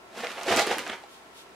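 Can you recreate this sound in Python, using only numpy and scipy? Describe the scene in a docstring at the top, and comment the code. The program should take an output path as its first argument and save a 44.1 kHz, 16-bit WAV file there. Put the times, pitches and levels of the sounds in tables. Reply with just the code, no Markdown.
"""On the floor of a quiet room, a couple of metres away, a dog shoves itself into a paper bag. Each shove
buckles the paper in a swarm of tiny folds, coloured by the resonances of the bag's hollow: panels flap, creases
crackle, fibres fizz; some panels pop and some creases snap. The bag slides with a scrape, paws thud through it,
and soft brushes follow over air noise and a faint appliance hum."""
import sys
import numpy as np
from scipy import signal
from scipy.fft import rfft, irfft, next_fast_len
from scipy.io import wavfile
from scipy.ndimage import uniform_filter1d

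SR = 44100
rng = np.random.default_rng(int(sys.argv[2]) if len(sys.argv) > 2 else 0)


def wav_record(signal):
    """Record a signal, one row per channel, as 16-bit PCM in the file named by sys.argv[1]."""
    frames = np.transpose(np.atleast_2d(signal))
    bounded = np.clip(frames, -1, 1)
    # unit amplitude maps onto the largest positive 16-bit level
    quanta = np.round(bounded * 32767).astype(np.int16)
    wavfile.write(sys.argv[1], SR, quanta)


N = 68355
T = np.arange(N) / SR
SIZE = next_fast_len(N + SR // 2)
HZ = np.fft.rfftfreq(2 * SIZE, 1 / SR)
TOP_HZ = 15800


def amp(db):
    """Decibels to amplitude ratio."""
    return 10 ** (np.asarray(db) / 20)


def unit(x):
    """Normalisation to rms 1."""
    return x / np.sqrt(np.mean(x ** 2) + 1e-20)


def along(points, hz=HZ):
    """Interpolation of (frequency, value) points on a log frequency axis."""
    f, v = np.transpose(points)
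    return np.interp(np.log(hz + 1), np.log(f + 1), v)


def filtered(x, response):
    """Convolution as a product of spectra."""
    return irfft(rfft(x, 2 * SIZE) * response)[..., :N]


def causal(gain):
    """Minimum-phase response of a gain curve, with power gain 1."""
    cepstrum = irfft(np.log(np.maximum(unit(gain), 1e-6)))
    cepstrum[1:SIZE] *= 2
    cepstrum[SIZE + 1:] = 0
    return np.exp(rfft(cepstrum))


def stereo(mid, side, width):
    """Sum and difference give left and right; the side gain sets the width at each frequency."""
    side = filtered(side, amp(along(width)))
    return np.array([mid + side, mid - side])


def noise(spectrum, width):
    """Spectral shaping of white noise, in stereo at rms 1."""
    mid, side = filtered(rng.standard_normal((2, N)), amp(along(spectrum)))
    return unit(stereo(mid, side, width))


def impulses(per_s, scatter_db):
    """A Poisson process: impulses at irregular moments and of uneven size, rms 1."""
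    occurs = rng.random(N) < per_s / SR
    size = amp(scatter_db * np.clip(rng.standard_normal(N), -2, 2))
    sign = rng.choice([-1, 1], N)
    return unit(occurs * sign * size)


# air noise spectrum (frequency [Hz], relative density [dB])
AIR_SPECTRUM = [(15, -48), (25, -31), (180, -12), (394, -4.5), (575, -9.5), (659, -4), (775, -9.5),
                (1100, -6.5), (1190, -16), (1330, -12.5), (1440, -13.5), (1840, -15.5), (3160, -23.5),
                (10400, -33), (16000, -40)]
# stereo width of air noise and brushes (frequency [Hz], side gain [dB])
AIR_WIDTH = [(60, -7), (400, -6.5), (1000, -1), (3000, 5), (10000, -1)]
# appliance partials (frequency [Hz], level [dB])
HUM_PARTIALS = [(60, -76), (377, -66), (904, -68), (1342, -65)]
def room_tone(air_db=-51.5):
    """Superposition of steady broadband air noise and an appliance's line spectrum."""
    hum = sum(amp(db) * np.sqrt(2) * np.sin(2 * np.pi * (hz * T + rng.random()))
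              for hz, db in HUM_PARTIALS)
    return amp(air_db) * noise(AIR_SPECTRUM, AIR_WIDTH) + hum


# reverberation (frequency [Hz], time to fall 60 dB [s])
ROOM_T60 = [(100, 0.12), (500, 0.31), (3000, 0.27), (12000, 0.092)]
# stereo width of the bag (frequency [Hz], side gain [dB])
BAG_WIDTH = [(100, -4), (300, -24), (600, -17.5), (1000, -14.5), (2000, -11), (4000, -6), (8000, -2.5),
             (14000, -1.5)]
def room(mid_side, tail_db=-7.5, walls_db=-5, walls_decay_s=0.0054, smoothing_hz=89):
    """Reverberation: direct sound, early reflections from floor and walls, and an exponential tail."""
    hz, t, spectra = signal.stft(rng.standard_normal((2, SR // 2)), SR, nperseg=256)
    decay = amp(-60 * t / along(ROOM_T60, hz)[:, None])
    tail = signal.istft(spectra * decay, SR, nperseg=256)[1]
    t = np.arange(tail.shape[1]) / SR
    walls = rng.standard_normal(tail.shape) * np.exp(-t / walls_decay_s)
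    arrivals = sum(amp(db) * h / np.linalg.norm(h[0]) for db, h in [(tail_db, tail), (walls_db, walls)])
    arrivals[0, 0] += 1  # direct sound, in the mid only
    response = rfft(arrivals, 2 * SIZE)
    colour = np.sqrt(abs(uniform_filter1d(abs(response) ** 2, int(smoothing_hz / HZ[1]) + 1)))
    response *= [causal(1 / c) for c in colour]  # flat overall, with fine ripple
    response /= np.sqrt(np.mean(abs(response) ** 2, axis=1, keepdims=True))
    return stereo(*filtered(mid_side, response), BAG_WIDTH)


# soft brushes (time [s], half length [s], level [dB])
BRUSHES = [(1.139, 0.039, -54.5), (1.258, 0.044, -66.5), (1.393, 0.033, -50.5)]
# their spectrum (frequency [Hz], relative density [dB])
BRUSH_SPECTRUM = [(300, -22), (1500, -7.5), (2800, 0.5), (3300, 5.5), (4000, 2), (4800, 1), (7000, -2),
                  (11500, -4.5), (16000, -19)]
def brushes():
    """Friction noise in faint Gaussian swells, perhaps fur against the paper."""
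    swells = sum(amp(db) * np.exp(-((T - s) / half) ** 2 / 2) for s, half, db in BRUSHES)
    return swells * noise(BRUSH_SPECTRUM, AIR_WIDTH)


# paws landing (time [s], relative level [dB])
FOOTFALLS = [(0.466, -55), (0.504, -41), (0.563, -44), (0.605, -64), (0.666, -57), (.705, -53),
             (0.791, -61), (0.903, -59)]
def paws(floor_hz=94.3, rise_s=0.0066, decay_s=0.025):
    """Impact excitation: each soft paw sets one damped mode of the floor ringing."""
    out = np.zeros(N)
    for s, db in FOOTFALLS:
        t = np.maximum(T - s, 0)
        envelope = (1 - np.exp(-t / rise_s)) * np.exp(-t / decay_s)
        out += 2 * amp(db) * envelope * np.sin(2 * np.pi * floor_hz * t)
    return out


# the bag sliding (time [s], level [dB])
SLIDE_LEVEL = [(0, -63.5), (.09, -61), (.14, -55.5), (.18, -40), (.33, -46), (.42, -41.5), (.5, -39),
               (.64, -35.5), (.76, -40.5), (.84, -42.5), (.94, -45.5), (1.0, -54), (1.08, -59.5)]
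# its spectrum (frequency [Hz], relative density [dB])
SLIDE_SPECTRUM = [(60, -25.5), (170, -9), (260, -4), (700, 1.5), (1100, -1), (2400, -2), (4500, -9.5),
                  (8000, -15), (12000, -22), (16000, -36)]
def slide():
    """Sliding friction: paper dragged over the floor gives a dense, fine scrape."""
    level = amp(np.interp(T, *np.transpose(SLIDE_LEVEL)))
    return filtered(level * impulses(per_s=5000, scatter_db=6.5), causal(amp(along(SLIDE_SPECTRUM))))


# panels popping (time [s], relative level [dB], pitch [Hz], decay time [s])
PANEL_POPS = [(.190, -43.5, 240.6, 0.035), (.232, -24, 458, 0.007), (.233, -32, 674, 0.0093),
              (.411, -27.5, 695, 0.009), (.463, -22, 523, .006), (.478, -25.5, 380.4, 0.036),
              (.503, -21, 659, 0.01), (.564, -24.5, 281.4, 0.016), (.581, -24, 446, 0.027),
              (.585, -26, 697, 0.011), (.611, -20, 813, 0.011), (.664, -23.5, 448, 0.011),
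              (.707, -21, 482, 0.0082), (.712, -24, 791, 0.01), (.766, -31.5, 305, 0.014),
              (.890, -35.5, 248, 0.0083), (.895, -29.5, 717, 0.0069), (1.035, -36.5, 806, 0.0079)]
def pops(rise_s=0.0029, gain_db=1.5, wander_rad=0.68):
    """Snap-through buckling: a panel flips and rings briefly with a hollow, unsteady note."""
    out, t = np.zeros(N), np.arange(SR // 5) / SR
    for s, db, hz, decay_s in PANEL_POPS:
        wander = wander_rad * np.interp(t, np.linspace(0, t[-1], 30), rng.standard_normal(30))
        envelope = amp(db + gain_db) * (1 - np.exp(-t / rise_s)) * np.exp(-t / decay_s)
        out[round(s * SR):][:len(t)] += envelope * np.sin(2 * np.pi * hz * t + wander)
    return out


# creases snapping (time [s], relative level [dB], pitch [Hz])
CREASE_SNAPS = [(0.2357, -26, 1880), (0.2694, -20.5, 2130), (0.3167, -29.5, 3600), (0.3785, -50, 1900),
                (0.412, -29.5, 2480), (.4328, -28.5, 6370), (0.4826, -16.5, 1800), (0.495, -22, 3030),
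                (0.5113, -17, 920), (.5462, -41, 9000), (0.5625, -18, 6860), (0.5693, -17, 6040),
                (0.5906, -28, 2320), (.5940, -20, 6140), (0.5989, -26, 1710), (.6688, -29, 9000),
                (0.6731, -23, 2800), (0.7143, -21, 1340), (0.7832, -24.5, 9800), (0.7835, -19, 1910),
                (.8655, -25.5, 1580), (0.8778, -34.5, 7000), (0.8978, -27, 3330), (0.9204, -26, 2140),
                (0.9335, -56, 2800), (1.037, -44, 3900)]
def snaps(decay_s=0.0015, half_band_octaves=0.23, skirt_ratio=3.6, gain_db=-3):
    """Sudden stress release: a stiff crease gives way in a noise burst; smaller creases sound higher."""
    out, t = np.zeros(N), np.arange(1024) / SR
    decay = np.exp(-t / decay_s)
    for s, db, hz in CREASE_SNAPS:
        burst = rng.standard_normal(len(t)) * decay
        for order, ratio in [(1, 2 ** half_band_octaves), (2, skirt_ratio)]:
            edges = [hz / ratio, min(hz * ratio, TOP_HZ)]
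            burst = signal.sosfilt(signal.butter(order, edges, "bandpass", fs=SR, output="sos"), burst)
        burst *= np.linalg.norm(decay) / np.linalg.norm(burst)
        out[round(s * SR):][:len(t)] += amp(db + gain_db) * burst
    return out


# shoves (peak time [s], rise [s], fall [s], belly [dB], panel [dB], crease [dB], fibre [dB])
SHOVES = [(0.177, 0.035, 0.013, -43, -42.5, -48, -52), (0.198, 0.022, 0.031, -60, -41, -41, -50),
          (.245, 0.0075, 0.013, -44.5, -31.5, -32, -50), (0.307, 0.039, 0.038, -49.5, -56, -39.5, -47.5),
          (.380, 0.01, 0.012, -42.5, -37.5, -35, -55), (0.415, 0.0031, 0.008, -61, -38, -40, -63),
          (.470, 0.0067, 0.016, -36, -31, -39, -43), (.489, 0.013, 0.029, -36.5, -29.5, -26.5, -34.5),
          (.519, 0.013, 0.031, -31, -24.5, -25, -34), (.547, 0.03, 0.026, -38.5, -37, -28, -38),
          (0.574, 0.0093, 0.012, -26, -26.5, -32, -30), (0.594, 0.02, 0.011, -33.5, -23, -20, -27.5),
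          (.619, 0.0097, 0.014, -42, -33, -29.5, -29.5), (0.672, 0.0044, 0.034, -33.5, -29, -30.5, -39.5),
          (0.715, 0.0091, 0.026, -37, -27, -26, -35.5), (0.792, .005, 0.013, -38, -46, -31.5, -37.5),
          (0.869, 0.011, 0.026, -41, -41.5, -36.5, -51), (0.899, 0.009, 0.012, -35, -39, -33.5, -62),
          (0.931, 0.008, 0.012, -43, -44, -33, -72), (1.039, 0.0023, 0.01, -60, -45, -52, -67)]
# cavity modes of the bag (frequency [Hz], bandwidth [Hz], level over the direct sound [dB])
HOLLOW_MODES = [(285, 24, 0.5), (375, 9.9, -10), (490, 78, -14.5), (656, 83, 0.5), (732, 44, 0),
                (814, 35, -11), (1225, 20, 3.5), (1395, 32, -4), (2390, 70, -30)]
# spectra of the bag's four parts (frequency [Hz], relative density [dB])
BELLY = [(60, -48), (150, -20), (185, -1), (225, -5), (290, -3), (390, 1), (480, -1.5), (700, -18.5),
         (2000, -69.5)]
PANEL = [(60, -52.5), (200, -24.5), (340, -14.5), (450, -1), (560, -2), (700, -2), (850, -3.5), (1050, -6),
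         (1600, -46), (4000, -62)]
CREASE = [(100, -90), (300, -26.5), (800, -5), (1300, -3.5), (1700, -0.5), (2200, -1), (3200, -5.5),
          (4500, -18.5), (6500, -22), (14000, -43)]
FIBRE = [(1500, -47), (3800, 8), (5300, 3.5), (7500, -2), (10000, -7.5), (13000, -12), (16000, -44)]
def crumple():
    """Buckling: each shove drives a swarm of tiny folds, coloured by cavity resonance."""
    hollow = 1 + sum(amp(db) * 1j * HZ * width / (hz * hz - HZ ** 2 + 1j * HZ * width)
                     for hz, width, db in HOLLOW_MODES)
    powers = np.zeros((4, N))
    for s, rise, fall, *levels in SHOVES:
        swell = np.exp(-np.maximum((s - T) / rise, (T - s) / fall))
        powers += (amp(levels)[:, None] * swell) ** 2  # incoherent sources add in power
    parts = [(BELLY, impulses(per_s=915, scatter_db=1.45)),
             (PANEL, impulses(per_s=1105, scatter_db=4)),
             (CREASE, impulses(per_s=1707, scatter_db=1.6)),
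             (FIBRE, impulses(per_s=4020, scatter_db=3.2))]
    out = np.zeros(N)
    for power, (spectrum, folds) in zip(powers, parts):
        response = causal(amp(along(spectrum)) * abs(hollow))
        out += filtered(np.sqrt(power) * folds, response)
    return out


def scene():
    """Superposition at the listener; folds spread over the paper give uncorrelated mid and side."""
    rustle = np.array([crumple() + slide(), crumple() + slide()])
    # snaps radiate straight at the listener and excite the room less
    direct_snaps = amp(-3) * stereo(snaps(), snaps(), BAG_WIDTH)
    bag = room(rustle + pops() + amp(-5.5) * snaps()) + direct_snaps + paws()
    background = brushes() + room_tone()
    bag_balance, background_balance = amp([[-0.78], [0.78]]), amp([[0.3], [-0.3]])  # left, right
    return bag * bag_balance + background * background_balance


def record(dry):
    """Band limiting: an ideal low-pass removes everything above TOP_HZ."""
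    return filtered(dry, HZ < TOP_HZ)


dry = scene()
out = record(dry)
wav_record(out)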